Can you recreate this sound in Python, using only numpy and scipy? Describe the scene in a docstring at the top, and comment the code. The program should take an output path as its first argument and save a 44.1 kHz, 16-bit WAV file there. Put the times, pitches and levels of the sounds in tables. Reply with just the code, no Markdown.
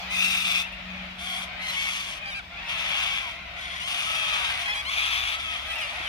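"""White parrots by a river

Near birds screech harshly or give short clear yodels, each from two pulsing membranes or one, shaped by a throat.
Behind them lie the blurred din of many random far calls from the other bank, a fading engine drone
whose pitch sinks, a low hum, a noise rumble and one soft knock near the microphone.
Two microphone ports a few centimetres apart hear each bird at its own delay."""
import sys
import numpy as np
from scipy import signal
from scipy.fft import rfft, irfft, next_fast_len
from scipy.io import wavfile
from scipy.ndimage import uniform_filter1d

SR = 44100
rng = np.random.default_rng(int(sys.argv[2]) if len(sys.argv) > 2 else 0)


def to_wav(sig):
    """Store sig (one row per channel, or 1-D mono) as 16-bit WAV at the path in sys.argv[1].

    Samples outside -1..1 are clipped; the rate is SR.
    """
    pcm = np.clip(np.atleast_2d(sig), -1, 1) * 32767
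    pcm = np.round(pcm).astype(np.int16)
    wavfile.write(sys.argv[1], SR, pcm.T)  # frames by channels


N = 268128

# Windpipe and beak of a near bird: (frequency [Hz], level [dB])
THROAT = [(290, -58), (500, -62), (696, -11.5), (828, -12), (1240, -9), (1580, -5), (1960, -5.5),
          (2270, -1.5), (2940, -5), (3340, -3.5), (3980, -10.5), (6300, -17.5), (7490, -29), (9570, -23.5),
          (15600, -48.5)]
# Harsh calls of the near birds, levels before echo: (start [s], length [s], peak effort [dB], peak time [share of length],
# depth under the peak at start [dB], at end [dB], throb [dB], roughness before locking [0-1],
# pitch [Hz], clean rising start [s], second membrane pitch [Hz], its level [dB],
# sag of pitch and gape at start [share], at end [share], lower throat peak [Hz], upper [Hz], their levels [dB], [dB],
# lead of the left port in the bass [ms], treble tilt [dB per octave, reached far above 3500 Hz],
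# beak peak [Hz], its level [dB], treble dip [Hz], its level [dB], lower throat peak width [Hz], hiss crackle [dB])
SCREECHES = [ (.09, 0.38, -25, 0.55, 8.1, 6.1, 0.23, 0.82, 1321, 0.0121, 1251, -6, 0.062, 0.048, 2730, 3650, 11, 7.5, 0.15, 6, 10900, 3, 9900, -11, 260, 7.7),
             (.43, 0.21, -25.5, 0.22, 3.9, 5.7, 0, 0.88, 1273, 0.0065, 1196, 4, 0.00026, 0.041, 2640, 3560, 8.1, 7.4, 0.16, 4, 10600, 3.3, 9700, -14, 260, 8.8),
             (1.17, 0.29, -34, 0.46, 10, 2.8, 0, 0.549, 1135, 0.018, 782, -16, -0.028, -0.0028, 2230, 3200, 2.1, 8.6, 0.17, 4, 10300, 2.9, 11500, -3, 300, 4),
             (1.6, 0.6, -32, 0.39, 6.5, 10.5, 0.91, 0.78, 1128, 0.061, 921, -6.5, 0.081, 0.042, 2750, 3320, 5, 4.4, 0.17, 2.5, 6770, 1.3, 10800, -1, 260, 3.4),
             (2.67, 0.71, -28.5, 0.49, 5.2, 19, 0.4, 0.96, 1134, .012, 1290, -3, 0.039, 0.084, 2580, 3370, 5.7, 6.9, 0.16, -1.5, 14400, 7.4, 11300, -2, 403, 5.6),
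             (3.535, 0.32, -38.5, 0.3, 16, .1, 0.95, 0.85, 1112, 0.02, 949, -11, 0.01, 0.036, 1900, 3500, 6.2, 6.5, 0.28, -0.5, 9250, 1.3, 11500, -2, 250, 2.7),
             (3.79, .89, -30.5, .16, 7.2, 4.9, 0.4, .85, 1124, .08, 1342, -14, .03, -.03, 2870, 3470, 8.1, 4.5, 0.15, 2, 8700, 2.1, 11500, 1, 300, 3),
             (4.2, .38, -34, 0.44, 8, 11, 0, 0.82, 1308, 0.011, 1205, -7, .12, 0.11, 2700, 3970, 3, 12, 0.19, -11, 9700, 2, 11500, -2, 230, 3),
             (4.88, 0.49, -27.5, 0.28, 7.3, 4, 0.3, 0.92, 1180, 0.011, 1314, -1.5, 0.029, 0.028, 2520, 3400, 4.3, 6.3, 0.23, -0.5, 13500, 4.3, 11300, 2, 390, 3),
             (5.37, 0.31, -34, 0.12, .1, 7, 0.71, 0.87, 1108, 0.01, 1272, -4, 0.0062, 0.039, 2170, 3340, 6.3, 13, 0.15, 1, 9300, 1.2, 11500, 1, 250, 3),
             (5.8, .28, -42, 0.405, 4, 2, 0, .9, 1131, .01, 1256, -11, 0.032, .02, 2296, 3300, 4.2, 3.9, .17, 1, 9800, 2.2, 11500, -7, 300, 3.3),
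             ]
THROB_HZ, SCREECH_EDGE_S = 7.25, 0.024  # pulsing of the breath, fade at both ends
SWELL_BEND = 2.15  # effort changes fastest near the ends
SWAY_DB, STRAY = 0.04, 0.032  # chance in effort and share of pitch, both before smoothing
RASP_FLUTTER_DB = 0.75


def screeches():
    """Harsh calls of two membranes: a clean upward glide breaks into chaos; effort, pitch and gape swell and sag."""
    out = np.zeros((2, N))
    for (s, length, peak_db, peak, start_db, end_db, throb_db, rough, pitch_hz, rise_s, other_hz, other_db,
         start_sag, end_sag, *bird, width_hz, crackle_db) in SCREECHES:
        t = np.arange(0, length, 1 / SR)
        top = np.clip(peak, 0.02, 0.98) * length
        away = np.interp(t, [0, top, length], [1, 0, 1])  # distance from the peak of effort
        effort_db = peak_db - np.where(t < top, start_db, end_db) * away ** SWELL_BEND
        effort_db += throb_db * np.cos(2 * np.pi * THROB_HZ * (t - top))
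        effort_db += SWAY_DB * uniform_filter1d(wander(len(t), 3.0), size=600)

        after_rise = np.clip(t / rise_s - 1, 0, 1)
        stray = [STRAY * after_rise * uniform_filter1d(wander(len(t), 8), size=400) for _ in range(3)]
        bend = 1 - np.where(t < top, start_sag, end_sag) * away
        glide = bend * (0.82 + 0.18 * np.minimum(t / rise_s, 1))
        locking = 1 + 0.25 * wander(len(t), 15)  # the membranes fall in and out of step
        rough = np.clip(rough * locking, 0.5, 1.1) * np.clip(4 * t / rise_s - 3.5, 0.13, 1)

        folds = syrinx(pitch_hz * (glide + stray[0]), rough, crackle_db)
        second = syrinx(other_hz * (glide + stray[1]), rough, crackle_db)
        folds += amp(other_db) * after_rise * second
        gape = bend + stray[2] / 2
        call = mouth(folds, RASP_FLUTTER_DB, gape, *bird[:4], width_hz)
        voice = heard(call, THROAT, 0, 0, 0, 0, *bird[4:])  # mouth has already set the throat peaks
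        add(out, s, amp(effort_db) * voice * edges(len(t), SCREECH_EDGE_S))
    close_echo = trees(out, t60=0.035, bright=0.95)
    return out + amp(-2.5) * trees(out) + amp(5) * close_echo


# Clear notes of the near birds, levels before echo: (start [s], length [s], pitch at start [Hz], at turn [Hz],
# at end [Hz], turn [share of length], effort [dB], swell from start to end [dB],
# lower throat peak [Hz], upper [Hz], their levels [dB], [dB], lead of the left port in the bass [ms],
# treble tilt [dB per octave, reached far above 3500 Hz])
YODELS = [ (.625, 0.055, 837, 915, 1016, 0.49, -39.5, -3, 2750, 4000, 10, 1, 0.26, -5),
          (.718, 0.038, 814, 920, 945, 0.35, -44, 1, 2760, 4000, 10, 1, 0.31, 3),
          (.665, 0.036, 790, 813, 810, 0.58, -42, 0, 2450, 3200, 5, 1, 0.34, -2),
          (.93, 0.087, 1120, 1078, 1200, .4, -45.5, -1, 2270, 3400, 7, 1, 0.28, -7),
          (1.03, 0.05, 1055, 1024, 1010, 0.55, -51, -2, 2060, 3100, 6, 1, 0.23, -6),
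          (1.101, 0.047, 965, 930, 920, .4, -49, -3, 2800, 3700, 9, 1, 0.15, -14),
          (1.27, 0.15, 774, 735, 796, 0.51, -48.5, 4, 760, 1540, 13, 1, .1, -14),
          (1.59, 0.086, 992, 1052, 1038, 0.39, -36, 3, 2010, 4200, 16, 13, 0.15, 0),
          (1.681, 0.037, 1024, 994, 996, 0.66, -31.5, -2, 1970, 4070, 14.5, 14.6, 0.16, 12.5),
          (1.73, 0.034, 1000, 987, 945, .5, -36, -2, 2950, 4000, 10, 1, 0.074, -3),
          (1.765, 0.14, 1092, 1107, 1050, 0.7, -33, 1.5, 2170, 3330, 15, 6, 0.14, 0),
          (1.903, .032, 1090, 1095, 1100, .5, -45, 0, 3270, 4400, 9, 1, 0.24, -3),
          (2.213, 0.051, 834, 838, 812, 0.43, -39, 6, 2480, 4792, 12, 1, -.23, -5),
          (2.255, 0.052, 805, 790, 804, 0.5, -35, -2, 2400, 4800, 6, 13, -0.22, -4.5),
          (2.32, 0.071, 1190, 1330, 1280, 0.65, -38.5, 0, 2580, 3900, 15, 1, 0.2, -5),
          (2.3, 0.046, 791, 746, 702, 0.38, -37.5, 1, 3600, 6030, 6.5, 1, -0.27, -1),
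          (2.345, 0.053, 783, 799, 773, 0.57, -36, 0, 2400, 4870, 4.5, 7.3, -0.38, -3),
          (2.388, 0.027, 768, 700, 636, 0.53, -38.5, -6, 1400, 3450, 10, 5.5, -0.22, -9),
          (2.54, .07, 770, 824, 873, 0.57, -44, 8, 2570, 5100, 9, 13, 0.32, -16),
          (2.625, 0.075, 776, 850, 910, 0.36, -41, 11, 2600, 5200, 6, 7, 0.31, -1.5),
          (3.2, .1, 1117, 1040, 895, 0.485, -45, 2, 950, 2000, 14, 1, 0.21, -12),
          (3.33, 0.066, 1200, 1230, 1200, 0.69, -50, 7, 2420, 3700, 5, 5.2, 0.24, -11),
          (3.42, .07, 1190, 1190, 1150, .5, -65, -2, 2380, 3600, 8, 1, 0.18, -15),
          (4.06, 0.091, 652, 652, 654, .5, -35.5, 0, 1300, 2600, 6, 4, 0.2, -18),
          (4.15, 0.24, 656, 650, 625, 0.52, -32, -2, 2620, 3200, 7.5, 9.6, 0.22, -15),
          (4.42, 0.2, 621, 620, 625, 0.53, -45, 4, 1830, 2540, 6, 1.8, 0.14, 0),
          (4.655, 0.086, 822, 811, 863, 0.43, -29.5, -1, 2400, 3260, 5.5, 4.4, -0.21, -1.5),
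          (4.678, 0.041, 944, 1080, 1010, 0.63, -32, -7, 2100, 5420, 8, 18, 0.175, -2),
          (4.75, 0.046, 990, 1014, 886, 0.4, -38.5, -5, 2010, 4000, 3, 3.1, 0.15, 0),
          (4.737, 0.08, 789, 830, 817, 0.47, -31.5, -1, 2600, 3270, 0, 3.7, -0.272, 2),
          (4.81, 0.055, 810, 760, 690, 0.46, -43, -2, 1500, 2300, 4, 3, -0.13, 4),
          (4.848, 0.054, 923, 1040, 1155, 0.43, -33, 11, 2930, 4170, 4, 7.6, 0.25, 0.5),
          (5.321, 0.088, 598, 659, 668, 0.46, -35, -6, 1320, 3440, 4.5, 3.2, 0.18, -1),
          (5.44, 0.13, 651, 640, 576, 0.71, -36, 2, 1260, 2600, 6, 7.5, 0.2, -6),
          (5.666, 0.059, 860, 828, 757, 0.58, -35, 5, 3150, 4300, 11, 1, -.39, 3),
          (5.712, 0.11, 792, 935, 783, 0.47, -34.5, 2, 2660, 5230, 9.5, 5, -0.26, 5.5),
          (5.812, 0.055, 747, 696, 697, 0.41, -34.5, -8, 2820, 4900, 9, 7.6, -0.31, 0),
          (5.872, 0.067, 1090, 1132, 1085, 0.42, -39.5, -9, 2200, 3260, -4, 2.2, -0.33, -4),
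          (5.94, 0.081, 729, 738, 646, 0.43, -40, 7, 2350, 3200, 6, 2, 0.22, -11),
          (6.025, 0.059, 866, 862, 720, 0.21, -34.5, 3, 2400, 3220, -2, 6.2, -0.27, -3), ]
YODEL_EDGE_S, YODEL_FLUTTER_DB = 0.0036, 1.3
WARBLE = 0.011  # share by which the pitch trembles, before smoothing


def yodels():
    """Clear notes that glide to a turning pitch and on, from birds over open water, with little echo."""
    out = np.zeros((2, N))
    for s, length, start_hz, turn_hz, end_hz, turn, effort_db, swell_db, *bird in YODELS:
        u = np.linspace(0, 1, round(length * SR))
        hz = np.interp(u, [0, np.clip(turn, 0.05, 0.95), 1], [start_hz, turn_hz, end_hz])
        tremble = 1 + WARBLE * uniform_filter1d(wander(len(u), 67), size=150)
        hz = uniform_filter1d(hz, size=600, mode="nearest") * tremble
        call = mouth(syrinx(hz, 0.085, count=20), YODEL_FLUTTER_DB)
        voice = heard(call, THROAT, *bird)
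        sway_db = 1.4 * uniform_filter1d(wander(len(u), 30), size=200)
        level_db = effort_db + swell_db * (u - 0.5) + sway_db
        add(out, s, amp(level_db) * voice * edges(len(u), YODEL_EDGE_S))
    return out + amp(-12) * trees(out)


def syrinx(hz, rough, crackle_db=0, count=14):
    """Membrane pulses; roughness shakes their pitch and strength, lets half tones and crackling hiss in."""
    size = len(hz)
    shake = 0.1174 * wander(size, 408.0) + 0.035 * wander(size, 30.54)
    turns = np.cumsum(hz * (1 + rough * shake + 0.00395 * wander(size, 39.5))) / SR
    pulses = sum(np.cos(2 * np.pi * k * turns) * (k * hz < SR / 2.5) for k in range(1, count))
    half_tone = 0.04 * np.cos(np.pi * turns)
    uneven = 1 + rough * (0.76 * wander(size, 480) + 0.073 * wander(size, 4.7) + half_tone)
    puffs = 0.97 + np.exp(-(turns % 1) / 1.3)  # air is strongest as each pulse begins
    hiss = puffs * rng.standard_normal(size) * amp(crackle_db * wander(size, 230))
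    return evened(pulses * uneven) + 0.65 * rough ** 2 * evened(hiss)


def mouth(x, flutter_db, bend=(1, 1), low_hz=2000, high_hz=3000, low_db=0, high_db=0, width_hz=250):
    """Two throat peaks slide with the gape; moving air makes patches of the voice flutter, most in the treble."""
    hz, t, z = signal.stft(x, SR, nperseg=512, noverlap=384, padded=True)
    bend = np.interp(t, np.linspace(0, len(x) / SR, len(bend)), bend)
    hz = hz[:, None]
    patches = uniform_filter1d(rng.standard_normal(z.shape[::-1]), size=7, axis=0)
    patches = evened(uniform_filter1d(patches, size=4, axis=1)).T
    peaks_db = low_db * np.exp(-((hz - low_hz * bend) / width_hz) ** 2)
    peaks_db = peaks_db + high_db * np.exp(-((hz - high_hz * bend) / (1.11 * width_hz)) ** 2)
    air_db = flutter_db * (0.5 + (hz / 6000) ** 2) * patches
    return signal.istft(z * amp(peaks_db + air_db), SR, nperseg=512, noverlap=384)[1][:len(x)]


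def heard(x, colour, low_hz, high_hz, low_db, high_db, lead_ms, tilt_db,
          beak_hz=5800, beak_db=-5, dip_hz=9000, dip_db=0):
    """Colours a voice by its throat, tilts its treble by distance and aim, delays one port against the other."""
    size = next_fast_len(len(x) + 400)
    hz = np.fft.rfftfreq(size, 1 / SR)
    peaks_db = low_db * np.exp(-((hz - low_hz) / 260) ** 2)
    peaks_db += high_db * np.exp(-((hz - high_hz) / 330) ** 2)
    peaks_db += beak_db * np.exp(-((hz - beak_hz) / 1500) ** 2)
    peaks_db += dip_db * np.exp(-((hz - dip_hz) / 650) ** 2)
    peaks_db -= 0.38 * dip_db * np.exp(-((hz - 0.87 * dip_hz) / 350) ** 2)  # opposite bend just under the dip
    z = rfft(x, size) * amp(read(colour, hz) + peaks_db + tilt_db * np.log2(1 + hz / 3500))
    side = np.array([[-0.5], [0.5]]) * lead_ms
    late_s = side * (1 + 0.64 * hz / (hz + 6000))  # treble bends round the housing
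    late_s = (1 + late_s) / 1000
    shadow = amp(-6 * side * np.log2(1 + hz / 3000))  # the far port is duller
    return evened(irfft(z * shadow * np.exp(-2j * np.pi * hz * late_s), size)[:, :len(x)])


def edges(size, s):
    """A flat window with soft ends s seconds long."""
    return signal.windows.tukey(size, min(2 * s * SR / size, 1))


def trees(x, t60=0.2, dull=-0.35, bright=0):
    """Scattered echoes from water, trunks and banks, other ones at each port; dull below 0 brightens them."""
    t = np.arange(SR // 2) / SR
    strength = rng.standard_normal((2, len(t)))
    sparse = rng.random((2, len(t))) < 0.05
    taps = strength * sparse * amp(-60 * t / t60) * (t > 0.002)
    taps = signal.lfilter([1, -bright], [1, -np.clip(dull, -0.9, 0.9)], taps)
    return signal.fftconvolve(x, taps / np.linalg.norm(taps, axis=1, keepdims=True), axes=1)[:, :N]


# A soft knock near the microphone: (time [s], level before its onset and decay [dB])
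BUMP = [(6.004, -37)]


def bump():
    """A short dull knock: a 330 Hz sine that dies away by 60 dB in 0.03 s."""
    out, t = np.zeros((2, N)), np.arange(2000) / SR
    for s, db in BUMP:
        knock = amp(db - 60 * t / 0.03) * np.sin(2 * np.pi * 330 * t) * (1 - np.exp(-t / 0.00069))
        add(out, s, np.array([knock, knock]))
    return out


# Din of the flock on the far bank: (time [s], level [dB])
FLOCK = [(0, -30), (.6, -40.5), (1.3, -37.5), (2.5, -40.5), (2.95, -33), (3.45, -39.5), (4.5, -33.5),
         (5.5, -36), (5.8, -32.5), (6.08, -33.5)]
# Colour of the din across the water: (frequency [Hz], level [dB])
FAR = [(240, -35), (400, -20.5), (596, -9), (643, -7.5), (674, -1.5), (785, -3.5), (888, -7), (1020, -6),
       (1410, -4), (1780, -8), (2090, -0.5), (2400, -0.5), (2940, -5.5), (3550, -5.5), (4050, -11),
       (5420, -16), (7830, -31), (15600, -35)]


def flock(count=220):
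    """Many far birds call at random, each an arched note, melting into a din."""
    out = np.zeros((2, N))
    for at, pitch, length, rough, size, side in rng.random((count, 6)):
        u = np.linspace(0, 1, round((0.06 + 0.24 * length ** 2) * SR))
        hz = (620 + 560 * pitch ** 1.5) * (1 - 0.7 * (u - 0.45) ** 2)
        folds = syrinx(hz, 0.053 + 0.598 * rough ** 2, count=7)
        voice = heard(folds, FAR, 930, 2420, -4.5, 1.9, 0.923 * side - 0.45, 0)
        add(out, at * N / SR, amp(7.5 * size ** 3) * voice * signal.windows.tukey(len(u), 0.3))
    calls = evened(out + 0.65 * trees(out, t60=0.7, dull=0.5))
    din = 0.85 * calls + 0.52 * diffuse(FAR, 2.4)
    return amp(curves(FLOCK)[1][0][:N]) * din[:, :round(FLOCK[-1][0] * SR)]


# Receding engine: (time [s], frequency of the ninth order [Hz], level [dB])
DRONE = [(0, 186.8, -53), (.26, 186.4, -45.5), (.7, 184.5, -53), (.9, 184.5, -45), (1.5, 182.8, -51.5),
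         (2.1, 180.5, -59), (2.9, 177.5, -57), (3.5, 175.5, -59.5), (4.6, 174.5, -63.5), (6.08, 174, -75)]
# Its lines: (order [multiple of the turning rate], level [dB], rounded to whole dB when played)
ENGINE = [(6, -25), (8, -15.5), (9, 0), (11, -16.5), (12, -34)]


def engine_drone():
    """Low lines on one speed curve, each wavering in strength."""
    out, (s, (hz, db)) = np.zeros((2, N)), curves(DRONE)
    turn = 2 * np.pi * np.cumsum(hz) / SR / 9
    line = sum(np.sin(k * turn) * amp(db + k_db + 2.15 * wander(len(hz), 9.9))
               for k, k_db in np.round(ENGINE, 0))
    add(out, s, np.sqrt(2) * np.array([line, line]) * signal.windows.tukey(len(hz), 0.01))
    return out


# Low hum: (time [s], level [dB])
THRUM = [(0, -55), (.8, -53.5), (1.3, -61.5), (3, -61.5), (3.8, -51.5), (4.15, -64), (4.5, -50.5),
         (6.08, -52)]
THRUM_HZ, THRUM_DRIFT_HZ, THRUM_WAVER_DB = 67.6, 2.52, -0.5  # centre; rms drift; scale of the level's chance


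def thrum():
    """A low hum, one sine that drifts in pitch and wavers in strength."""
    db = curves(THRUM)[1][0][:N]
    waver, drift = [evened(uniform_filter1d(wander(N, 2.52), size=2000)) for _ in range(2)]
    turn = 2 * np.pi * np.cumsum(THRUM_HZ + THRUM_DRIFT_HZ * drift) / SR
    line = np.sqrt(2) * amp(db + THRUM_WAVER_DB * waver) * np.sin(turn)
    return np.array([line, line])


# Low rumble of the place, before the ports drop the deepest bass: (frequency [Hz], level [dB])
RUMBLE = [(14, -54), (24, 14), (49, 1.5), (69, 1.5), (92, -8), (108, -5), (145, -9), (179, -8.5),
          (280, -15), (315, -15.5), (423, -22.5), (520, -18.5), (680, -10.5), (1140, -120)]
RUMBLE_DB = -48


def rumble():
    """Steady diffuse noise, almost all of it in the bass."""
    return amp(RUMBLE_DB) * diffuse(RUMBLE, 0.13, size=4096)


# Diffuse sound at the two ports: (frequency [Hz], left-right likeness [0-1])
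SAME = [(40, .995), (125, 1), (300, 0.74), (600, 0.53), (2000, 0.009)]


def diffuse(colour, patchy_db, size=1024):
    """Random short-time spectra with drifting patches, alike in both ports only in the bass."""
    frames, hz = 4 * N // size + 5, np.fft.rfftfreq(size, 1 / SR)
    a, b, c, d, patches = rng.standard_normal((frames, len(hz), 5)).T
    patches = evened(uniform_filter1d(uniform_filter1d(patches, size=6, axis=0), size=16, axis=1))
    same = np.clip(read(SAME, hz), -1, 1)[:, None]
    left, other = a + 1j * b, c + 1j * d
    z = np.array([left, same * left + np.sqrt(1 - same ** 2) * other])
    z *= amp(read(colour, hz)[:, None] + patchy_db * patches)
    return evened(signal.istft(z, nperseg=size, noverlap=size * 3 // 4)[1][:, :N])


def amp(db):
    """Decibels to gain."""
    return 10 ** (np.asarray(db) / 20)


def evened(x):
    """Scales to rms 1."""
    return x / np.sqrt(np.mean(x ** 2) + 1e-20)


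def wander(size, hz):
    """Chance of rms 1: noise through a one-pole low-pass at hz."""
    return evened(signal.lfilter([1], [1, -np.exp(-2 * np.pi * hz / SR)], rng.standard_normal(size)))


def read(points, hz):
    """Reads a spectrum on a log-frequency axis."""
    f, value = np.transpose(points)
    return np.interp(np.log(hz + 1), np.log(f + 1), value)


def curves(rows):
    """Start time and the columns of a table at sample rate."""
    s, *columns = np.transpose(rows)
    return s[0], [np.interp(np.arange(s[0], s[-1], 1 / SR), s, c) for c in columns]


def add(mix, s, sound):
    """Mixes a stereo sound in at time s."""
    part = mix[:, round(s * SR):][:, :sound.shape[1]]
    part += sound[:, :part.shape[1]]


def scene():
    """Near birds, the knock, the flock across the water, and the low sounds."""
    mix = screeches() + yodels() + bump()
    add(mix, 0, flock())
    return mix + engine_drone() + thrum() + rumble()


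# Colour of the two microphone ports: (frequency [Hz], left over right [dB])
PORTS = [(60, 2.5), (92, -5), (140, 3.5), (210, 1), (330, 0.5), (500, 3.5), (770, 0.5), (1170, 3),
         (1790, 0.5), (2740, 5.5), (4190, 1.5), (6410, -8), (9810, -4.5), (15000, -6)]
EDGE_HZ = 15760  # upper band limit


def record(dry):
    """Each port has its own colour and drops the deepest bass; then the band limit."""
    hz = np.fft.rfftfreq(N, 1 / SR)
    colour = amp(np.array([[0.5], [-0.5]]) * read(PORTS, hz))
    bass_cut = 1 + (42 / (hz + 1)) ** 8
    ports = irfft(rfft(dry) * colour / bass_cut, N)
    low_pass = signal.firwin(2047, EDGE_HZ, window=("kaiser", 9), fs=SR)
    return signal.oaconvolve(ports, low_pass[None], "same")


dry = scene()
out = record(dry)
to_wav(out)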